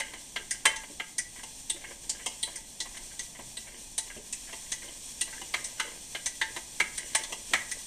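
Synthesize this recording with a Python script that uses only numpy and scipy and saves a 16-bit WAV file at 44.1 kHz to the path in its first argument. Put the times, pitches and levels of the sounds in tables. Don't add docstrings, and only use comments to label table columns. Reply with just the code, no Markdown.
import sys
import numpy as np
from scipy import signal
from scipy.fft import rfft, irfft, next_fast_len
from scipy.io import wavfile
from scipy.ndimage import uniform_filter1d, map_coordinates

SR = 44100
rng = np.random.default_rng(int(sys.argv[2]) if len(sys.argv) > 2 else 0)


def ratio(d):
    e = np.asarray(d, float) / 20
    return 10 ** e


def output_pcm(signal):
    pcm = np.clip(np.atleast_2d(signal).T, -1, 1) * 32767
    wavfile.write(sys.argv[1], SR, np.round(pcm).astype(np.int16))


N = 346626


def unit(x):
    return x / np.sqrt(np.mean(x ** 2) + 1e-20)


def along(points, hz):
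    f, v = np.transpose(points)
    return np.interp(np.log(hz + 1), np.log(f + 1), v)


def wobble(rate):
    knots = rng.standard_normal(int(N * rate / SR) + 4)
    return map_coordinates(knots, [np.arange(N) * rate / SR])


def noise(gain, size=N):
    m = next_fast_len(size)
    spectrum = rfft(rng.standard_normal(m)) * gain(np.fft.rfftfreq(m, 1 / SR))
    return unit(irfft(spectrum, m)[:size])


def peaks(rows, hz):
    return np.sqrt(sum(ratio(db) ** 2 / (1 + (2 * (hz - c) / w) ** 2) for c, w, db in rows))


def band(lo_hz, hi_hz):
    return lambda hz: 1 / np.sqrt((1 + (lo_hz / (hz + 1)) ** 24) * (1 + (hz / hi_hz) ** 24))


def blank(seconds):
    t = np.arange(int(seconds * SR)) / SR
    return t, np.zeros(N + len(t))


def add_at(track, start_s, sound):
    track[max(round(start_s * SR), 0):][:len(sound)] += sound


# pitch_hz, t60_s
ROOM_DECAY = [(200, 0.4), (2000, 0.4), (10000, 0.23)]


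def shop(x):
    hz, t, z = signal.stft(rng.standard_normal(SR // 2), SR, nperseg=256)
    fading = z * ratio(-60 * t / along(ROOM_DECAY, hz)[:, None])
    tail = signal.istft(fading, SR, nperseg=256)[1]
    late = np.pad(x, (300, 0))
    return signal.fftconvolve(late, tail / np.linalg.norm(tail))[:N]


# start_s, level_db
JET_LEVEL = [(0.0, -47.5), (1.09, -48), (2.49, -46), (3.63, -46.5), (3.98, -46.5), (4.14, -45.5),
             (5.51, -44), (6.87, -44.5), (7.11, -42), (7.35, -44.5), (7.86, -42.5)]
# pitch_hz, level_db (per Hz)
JET_COLOUR = [(700, -11), (1000, -7.5), (1300, -16.5), (1560, -9), (2300, -9.5), (3300, -6.5), (5000, -6.5),
              (5500, 0), (6700, -2), (8000, -1), (9200, 0), (9900, -12.5), (11500, -11), (15000, -18.5)]
# pitch_hz, width_hz, level_db (not used)
BURNER_CAVITIES = [(2456, 62, -8), (2776, 12, -10), (3350, 170, -8), (4130, 57, -8), (4520, 33, -9),
                   (5540, 14, -7), (6000, 20, -4), (5950, 17, -2), (6060, 21, -6), (6270, 36, -3),
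                   (7140, 160, -2), (8150, 130, 0), (7940, 56, -4), (8840, 81, -3), (9090, 61, 0),
                   (9760, 39, -10), (10200, 15, -14), (13400, 93, -17)]
# pitch_hz, level_db (per Hz)
ROAR_COLOUR = [(8, -2), (30, 4.5), (45, -4), (62, -2), (80, -13), (120, -6.5), (160, -10), (260, -6.5),
               (400, -18), (900, -16), (1250, -39), (1600, -72)]
ROAR_DB = -55.5


def burner():
    cavities = [(c, w, 0) for c, w, _ in BURNER_CAVITIES]
    colour = lambda hz: ratio(along(JET_COLOUR, hz)) * (.8 + 1.2 * peaks(cavities, hz))
    start_s, level_db = np.transpose(JET_LEVEL)
    jet_db = np.interp(np.arange(N) / SR, start_s, level_db)
    jet = ratio(jet_db - 0.43 + 0.58 * wobble(3.27) + 1.1 * wobble(25)) * noise(colour)
    roar = ratio(ROAR_DB + 0.4 * wobble(3.71)) * noise(lambda hz: ratio(along(ROAR_COLOUR, hz)))
    return jet + roar


# start_s, level_db
BENCH_PUSHES = [
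    (3.421, -56),
    (5.552, -58),
    (6.619, -62),
    (6.799, -56),
    (7.53, -50),
]


def thuds():
    t, out = blank(.3)
    for s, db in BENCH_PUSHES:
        swell_and_fade = ratio(db + 7 - 60 * t / 0.27) * (1 - np.exp(-t / 0.013))
        add_at(out, s, swell_and_fade * noise(band(42, 196), size=len(t)))
    return out[:N]


# pitch_hz, level_db, t60_s
TUBE_MODES = [(2735, -4, .07), (2905, 0, .06), (3065, -1, .055), (3235, -1, .06)]
TANK_MODES = [(665, -6, .07), (780, -7, .06), (886, -6, .04), (990, -4, .07), (1065, -6, .05),
              (1200, -8, .035)]
LEG_MODES = [(1555, -6, .07), (1605, -3, .07), (1690, -7, .08), (1790, -5, .07), (1957, -1, .07),
             (2075, 0, .06), (2200, -6, .06), (2303, -4, .06), (2470, -9, .05)]
BENCH_MODES = [(240, -4, .08), (345, -1, .09), (470, -2, .07), (570, -2, .09)]
# peak_s, level_db, tank_share_db
PLUNGER_DRAGS = [(0.0, -27, -24), (0.13, -40, -9.5), (0.55, -43, -19), (0.72, -40, -10), (1.4, -50, -7),
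                 (1.87, -40, -11.5), (2.22, -41, -12), (2.5, -43, -9), (1.92, -59, -12), (2.14, -41.5, -9),
                 (2.56, -42, -10.5), (3.0, -53, 1), (3.75, -43.5, -7.5), (4.15, -42.5, -10),
                 (4.73, -42, -21), (4.88, -42.5, -6.5), (5.34, -42.5, -8.5), (5.58, -43, -8),
                 (5.72, -46, -4.5), (5.87, -36, -7.5), (6.5, -61, 9), (6.86, -49, -14), (7.03, -39, -13.5),
                 (7.181, -34.5, -12), (7.33, -50, 4.5), (7.6, -47, -6), (7.75, -56.5, 1)]
DRAG_FADE_DB_PER_S, DRAG_REST_DB = 125, -72


def slide():
    t = np.arange(N) / SR
    legs_db = np.full(N, float(DRAG_REST_DB))
    tank_db = legs_db.copy()
    for s, db, share in PLUNGER_DRAGS:
        near_db = db - DRAG_FADE_DB_PER_S * np.abs(t - s)
        legs_db = np.maximum(legs_db, near_db)
        tank_db = np.maximum(tank_db, near_db + share)

    def hum(modes, width_hz):
        rows = [(c, width_hz, db) for c, db, _ in modes]
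        return noise(lambda hz: peaks(rows, hz) ** 2)

    grip = ratio(2.5 * wobble(40) + 4 * wobble(350))
    legs = ratio(legs_db - 11.5) * unit(grip * hum(LEG_MODES + TUBE_MODES, 110))
    tank = ratio(tank_db - 5.5) * unit(grip * hum(TANK_MODES + BENCH_MODES[1:], 47))
    return legs + tank


def struck(t, modes, clatter, best_hz, chatter, blur, rise=0.00025, spread_db=0.0):
    early = t < .02
    hz, mode_db, t60 = np.repeat(modes, 3, axis=0).T[:, :, None]
    draw = rng.standard_normal((3, len(hz), 1))
    aim_db = -np.minimum(np.abs(np.log(hz / best_hz)) * 130, 12) if best_hz else 0
    level = ratio(mode_db + aim_db + spread_db * draw[0] - 60 * t / t60)
    partials = level * np.sin(2 * np.pi * hz * (1 + blur * draw[1]) * t + np.pi * draw[2])
    ring = partials.sum(0) * (1 - np.exp(-t / (0.28 * chatter)))

    lo, hi, dense_db, dense_t60 = clatter
    jitter = uniform_filter1d(rng.standard_normal(len(t)), size=60) * np.sqrt(60)
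    bounces = ratio(4.2 * jitter * np.exp(-t / chatter))
    fade = ratio(-60 * np.maximum(t - chatter / 2, 0) / dense_t60)
    dense = noise(band(lo, hi), size=len(t)) * bounces * (1 - np.exp(-t / rise)) * fade
    part = ring / np.std(ring[early]) + ratio(dense_db) * dense / np.std(dense[early])
    return part / np.std(part[early])


# start_s, pitch_hz, level_db
LOOSE_NOTES = [(0.0, 550, -45), (0.396, 345, -50), (0.9, 333, -50.5), (1.185, 1973, -40),
               (1.699, 3548, -32), (1.745, 337, -49), (2.094, 4520, -39), (2.43, 3270, -34),
               (2.803, 4050, -36), (3.98, 3970, -40), (4.111, 1580, -47.5), (4.329, 2590, -43.5),
               (4.82, 2110, -48), (4.831, 1560, -53), (5.379, 1750, -47.5), (5.54, 1560, -38),
               (6.801, 350, -45.5), (0.362, 1597, -37), (0.655, 3080, -26), (0.68, 585, -41),
               (1.001, 1610, -41), (1, 1273, -43), (2.149, 1610, -51), (3.72, 2080, -55),
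               (5.797, 1512, -29), (6.416, 3620, -32), (6.803, 2115, -33), (7.535, 1290, -30.5),
               (7.536, 2068, -25.5), (0.0, 2140, -45), (0.51, 2055, -43), (0.656, 1647, -22.5),
               (0.656, 1105, -34), (0.656, 1310, -34), (0.999, 2090, -33.5), (1.699, 3770, -48),
               (2.262, 2907, -44), (2.428, 3990, -34), (3.115, 1590, -55), (4.72, 4100, -51),
               (4.885, 3050, -47), (5.214, 2915, -38), (5.328, 1546, -45), (5.54, 2276, -34),
               (5.799, 1240, -40.5), (6.153, 1605, -38.5), (6.414, 1790, -28), (1.699, 3200, -50),
               (5.213, 4170, -40.5), (6.488, 2500, -53), (6.803, 1613, -30), (6.803, 2275, -25),
               (6.802, 1270, -33.5), (7.15, 1100, -37), (7.326, 1060, -49), (6.565, 1070, -50),
               (7.538, 1640, -36), (7.536, 2291, -31.5), (5.539, 1240, -39), (5.797, 3010, -41),
               (1.391, 1654, -52)]
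PING_WIDTH = .045


def pings():
    t, out = blank(.2)
    for s, hz, db in LOOSE_NOTES:
        t60 = .04 if 1050 < hz < 1400 else .085
        rattle = (hz * (1 - PING_WIDTH), hz * (1 + PING_WIDTH), 0, t60)
        note = struck(t, [(hz, 0, t60)], rattle, 0, chatter=0.0097, blur=0.0017)
        add_at(out, s, ratio(db - 2.5) * note)
    return out[:N]


# start_s, tank_db, near_leg_db, far_leg_db, leg_brace_db
BODY_RINGS = [(0.0, -52, -53, -52, -58), (0.361, -60, -56, -54, -56), (0.509, -78, -51, -64, -78),
              (0.654, -39, -48, -38, -44), (0.761, -55, -62, -63, -60), (0.998, -56, -62, -62, -59),
              (1.184, -78, -50, -62, -78), (1.433, -61, -78, -71, -78), (1.698, -60, -61, -78, -67),
              (1.84, -65, -62, -56, -74), (2.094, -60, -78, -78, -78), (2.263, -55, -72, -54, -78),
              (2.43, -57, -57, -59, -78), (2.577, -63, -72, -78, -78), (2.805, -60, -53, -67, -78),
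              (3.193, -78, -60, -62, -78), (3.392, -60, -78, -78, -78), (3.979, -56, -56, -68, -78),
              (4.1, -78, -65, -72, -59), (4.528, -57, -63, -66, -78), (4.719, -68, -54, -78, -78),
              (5.212, -63, -57, -78, -78), (5.328, -59, -61, -71, -60), (5.539, -58, -52, -52, -52),
              (5.797, -49, -60, -53, -58), (6.15, -78, -63, -61, -58), (6.26, -68, -55, -64, -78),
              (6.415, -45, -47, -54, -54), (6.565, -55, -55, -78, -74), (6.8, -54, -50, -42, -46),
              (6.978, -74, -55, -70, -66), (7.149, -43, -48, -47, -56), (7.325, -58, -65, -65, -78),
              (7.534, -50, -43, -42, -44), (7.717, -78, -54, -78, -71)]
# pitch_hz, split_hz, t60_s, phase_waver_rad
BODY_LONG_MODES = [
    (887, 3, .36, .12),
    (1957, 7, .16, .45),
    (2170, 9, .2, .35),
    (1648, 9, .28, .4),
]
# start_s, pump_tube_db, pump_leg_db
PUMP_RINGS = [(0.0, -57, -51), (0.361, -61, -62), (0.509, -78, -57), (0.654, -42, -50), (0.761, -61, -66),
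              (0.998, -78, -58), (1.184, -78, -61), (1.698, -56, -78), (2.263, -55, -70), (4.1, -66, -59),
              (5.212, -57, -78), (5.328, -68, -60), (5.539, -59, -61), (5.797, -53, -54), (6.415, -56, -55),
              (6.8, -50, -50), (6.978, -76, -61), (7.149, -56, -55), (7.534, -53, -47)]
# pitch_hz, split_hz, t60_s, phase_waver_rad
PUMP_LONG_MODES = [
    (2738, 6, .22, .4),
    (2075, 14, .22, .35),
]


def rings(rows, modes, trim_db=-2.5):
    t, out = blank(.4)
    hz, split, t60, waver = np.transpose(modes)[:, :, None]
    swell = 1 - np.exp(-t / .004)
    for s, *levels in rows:
        draw = rng.uniform(-1, 1, (2, len(modes), 1))
        beat = 2 * np.pi * split * (1 + .2 * draw[1]) * t
        turn = 2 * np.pi * hz * t + np.pi * draw[0]
        shake = uniform_filter1d(rng.standard_normal(turn.shape), size=300)
        turn = turn + waver * unit(uniform_filter1d(shake, size=300))
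        pair = np.sin(turn - beat) + .6 * np.sin(turn + beat)
        level = ratio(np.array(levels)[:, None] + trim_db - 60 * (t - .055) / t60)
        add_at(out, s, np.sum(level * pair, axis=0) * swell)
    return out[:N]


# start_s, legs_db, bench_db, tube_db, cap_db
ROD_BLOWS = [(0.0, -24, -56, -31, -32.5), (0.1358, -32.5, -41, -41, -47),
             (0.3604, -24.5, -37.5, -22.5, -48), (0.6545, -9.5, -26, -20, -17),
             (0.9983, -31, -39, -25.5, -62), (1.4332, -38.5, -43, -35, -40),
             (2.2619, -32.5, -32.5, -21.5, -30), (2.97, -34, -68, -39.5, -41),
             (4.527, -38, -39.5, -32.5, -46), (5.4147, -37, -38.5, -32.5, -44),
             (5.5397, -17, -39, -25, -37.5), (5.7983, -20.5, -39, -20.5, -32.5),
             (6.1495, -25.5, -37, -26, -61), (6.414, -19.5, -39, -25.5, -34.5),
             (6.564, -27.5, -34.5, -31, -40), (6.801, -15.5, -34, -23.5, -30),
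             (7.15, -16.5, -41, -22.5, -18.5), (7.3241, -33, -36, -25.5, -37.5),
             (7.535, -10.5, -31, -20.5, -27.5)]
# start_s, level_db, best_struck_hz, guide_db, legs_db
CAP_TICKS = [(0.5077, -25, 8900, -39.5, -26), (0.76, -35, 6420, -41, -37),
             (1.1817, -23.5, 9000, -37.5, -25), (1.6971, -22.5, 8400, -31, -34),
             (2.0941, -24, 7200, -36, -40), (2.428, -24, 8800, -31.5, -52), (2.557, -34, 9000, -60, -35),
             (2.802, -29.5, 5460, -33, -35), (3.192, -31, 6230, -37, -36.5),
             (3.569, -33, 8300, -34.5, -35.5), (3.9791, -22.5, 9250, -32, -30),
             (4.3258, -29, 7700, -41.5, -39), (4.718, -27, 6330, -33, -28), (5.2099, -21.5, 8800, -31, -32),
             (5.6423, -30, 8450, -41.5, -36), (6.259, -24.5, 6170, -32.5, -25),
             (6.977, -27.5, 9200, -37, -27), (7.2346, -36, 6370, -34.5, -31.5),
             (7.7135, -29, 8800, -40, -26.5)]
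BODY_LAG_S = 0.002061
CAP_STARTS_HZ = 7500
CAP_SPARED_DB, ROD_SPARED_DB = -2.5, -2
GUIDE_GRIPS_DB, GRIP_DAMPS = -10.5, 4.5
ROD_IN_BLOW_DB, GUIDE_UNDER_TUBE_DB, GUIDE_UNDER_LEGS_DB = -3.5, -5, -10.5


def rod_contacts():
    contacts = []
    for s, db, hz, guide, _ in CAP_TICKS:
        grip_db = GRIP_DAMPS * max(guide - db - GUIDE_GRIPS_DB, 0)
        cap = db + CAP_SPARED_DB * (hz < CAP_STARTS_HZ)
        rod = db + (ROD_SPARED_DB - grip_db) * (hz > CAP_STARTS_HZ)
        contacts.append((s, cap, rod, guide, hz))
    for s, legs, _, tube, cap in ROD_BLOWS:
        rod = (cap + tube) / 2 + ROD_IN_BLOW_DB
        guide = min(tube + GUIDE_UNDER_TUBE_DB, legs + GUIDE_UNDER_LEGS_DB)
        contacts.append((max(s - BODY_LAG_S / 2, 0), cap, rod, guide, 0))
    return contacts


# pitch_hz, level_db, t60_s
CAP_MODES = [(7710, -3, .07), (7900, 0, .08), (8088, 0, .07), (8310, -3, .06), (8680, -1, .06),
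             (8862, 2, .06), (9030, 3, .055), (9190, -3, .05)]
ROD_MODES = [(5430, -6, .06), (5706, -3, .07), (5865, 0, .07), (6065, -1, .07), (6240, 0, .07),
             (6360, 0, .09), (6455, -2, .07), (6830, -4, .08), (7150, -3, .08), (7340, -3, .08)]
GUIDE_MODES = [(3400, -3, .07), (3550, 0, .08), (3785, -5, .07), (3955, 0, .1), (4055, 0, .08),
               (4200, -3, .07), (4580, -2, .08), (4760, -6, .07)]
# low_hz, high_hz, level_db (against the modes), t60_s
BRIGHT_CLATTER = [
    (7880, 9300, -6.5, 0.13),
    (4910, 7600, 0.5, 0.12),
    (3220, 4400, 5, 0.051),
]
# pitch_hz, level_db (per Hz)
SHEEN_COLOUR = [(9000, -120), (9600, -15), (10500, -6), (12500, 6), (14000, 3), (15000, -16)]


def clicks():
    t, out = blank(.2)
    sheen_shape = (1 - np.exp(-t / 0.0007)) * ratio(-60 * t / 0.034)
    for s, cap_db, rod_db, guide_db, best_hz in rod_contacts():
        levels, aims = (cap_db, rod_db, guide_db), (best_hz, best_hz, 0)
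        hit = ratio(cap_db - 20) * sheen_shape * noise(lambda hz: ratio(along(SHEEN_COLOUR, hz)), size=len(t))
        for db, modes, dense, best in zip(levels, (CAP_MODES, ROD_MODES, GUIDE_MODES), BRIGHT_CLATTER, aims):
            part = struck(t, modes, dense, best, chatter=0.014, blur=0.003, spread_db=3.5)
            hit = hit + ratio(db - 6.5) * part
        add_at(out, s, hit)
    return out[:N]


# start_s, legs_db, tank_db, bench_db
LIGHT_SCUFFS = [(0.8348, -34.5, -40, -47), (0.8948, -55, -71, -42.5), (1.3583, -40, -48, -75),
                (1.389, -38, -43, -58), (1.76, -40, -47, -41), (1.8122, -45, -49, -63),
                (1.8408, -32.5, -42, -52), (1.9079, -38.5, -43, -40), (2.1985, -37.5, -46, -65),
                (2.4752, -39, -36, -44), (2.855, -40, -37, -49), (2.9446, -39, -47, -65),
                (3.11, -43, -72, -72), (3.3492, -39, -46, -62), (3.39, -39.5, -36.5, -37),
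                (3.6706, -37.5, -45, -50), (4.099, -36, -45, -52), (4.1663, -50, -51, -33.5),
                (4.4723, -39.5, -66, -56), (4.4918, -38, -40.5, -59), (4.884, -50, -51, -68),
                (5.2743, -39, -42, -55), (5.3285, -42, -46, -65), (7.512, -62, -55, -34.5)]
SCUFF_TUBE_DB = -6.5
TANK_UNDER_LEGS_DB, TANK_UNDER_BENCH_DB = -9.5, 4.5
TICK_TUBE_DB, TICK_TANK_DB, TICK_BENCH_DB = -1.5, -7, -11
LEGS_STRUCK_HZ, LEGS_TICKED_HZ = 2075, 1957


def body_blows():
    contacts = []
    for s, legs, bench, tube, _ in ROD_BLOWS:
        tank = max(legs + TANK_UNDER_LEGS_DB, bench + TANK_UNDER_BENCH_DB)
        contacts.append((s, legs, tank, bench, tube, LEGS_STRUCK_HZ))
    for s, _, _, guide, legs in CAP_TICKS:
        tank = min(guide + TICK_TANK_DB, legs + TANK_UNDER_LEGS_DB)
        bench, tube = guide + TICK_BENCH_DB, guide + TICK_TUBE_DB
        contacts.append((s + BODY_LAG_S, legs, tank, bench, tube, LEGS_TICKED_HZ))
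    for s, legs, tank, bench in LIGHT_SCUFFS:
        contacts.append((s, legs, tank, bench, max(legs, bench) + SCUFF_TUBE_DB, 0))
    return contacts


# low_hz, high_hz, level_db (against the modes), t60_s
STOVE_CLATTER = [
    (1510, 2450, -3.5, .09),
    (620, 1150, -3, .07),
    (220, 620, 0, .08),
    (2650, 3400, -2, .09),
]


def knocks(lead_s=0.001201):
    t, out = blank(.3)
    part_modes = (LEG_MODES, TANK_MODES, BENCH_MODES, TUBE_MODES)
    thwack = (1 - np.exp(-t / 0.003)) / (1 + (t / 0.008) ** 4)
    for s, legs_db, tank_db, bench_db, tube_db, legs_hz in body_blows():
        levels = (legs_db, tank_db, bench_db, tube_db)
        scrape_s = .03 * np.clip((-34 - max(legs_db, tube_db)) / 6, 0, 1)
        wide = ratio(min(legs_db - 15, tank_db - 2)) * noise(band(600, 3400), size=len(t))
        wide = wide + ratio(tank_db - 15) * noise(band(8300, 12300), size=len(t))
        hit = thwack * wide
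        for db, modes, dense, best in zip(levels, part_modes, STOVE_CLATTER, (legs_hz, 0, 0, 0)):
            part = struck(t, modes, dense, best, chatter=0.022 + scrape_s, blur=0.0044, spread_db=2.5)
            hit = hit + ratio(db - 13.5) * part
        add_at(out, s - lead_s, hit)
    return out[:N]


def scene():
    pump = knocks() + clicks() + pings()
    singing = rings(BODY_RINGS, BODY_LONG_MODES) + rings(PUMP_RINGS, PUMP_LONG_MODES)
    room = shop(ratio(-12.0) * pump + ratio(-20) * singing)
    mono = burner() + thuds() + slide() + room + singing + pump
    return np.array([mono, mono])


def top_cut(x):
    return signal.sosfilt(signal.butter(12, 15430, fs=SR, output="sos"), x)


def record(dry):
    dry = dry / (1 + np.abs(dry / .56) ** 4) ** .25
    m = next_fast_len(N)
    hz = np.fft.rfftfreq(m, 1 / SR)
    dip = 1 - .8 / (1 + ((hz - 1470) / 50) ** 2)
    band_limit = 1 / (1 + (hz / 14990) ** 500)
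    mix = irfft(rfft(dry, m) * dip * band_limit, m)[:, :N] + 0.00026
    return top_cut(mix)


dry = scene()
out = record(dry)
output_pcm(out)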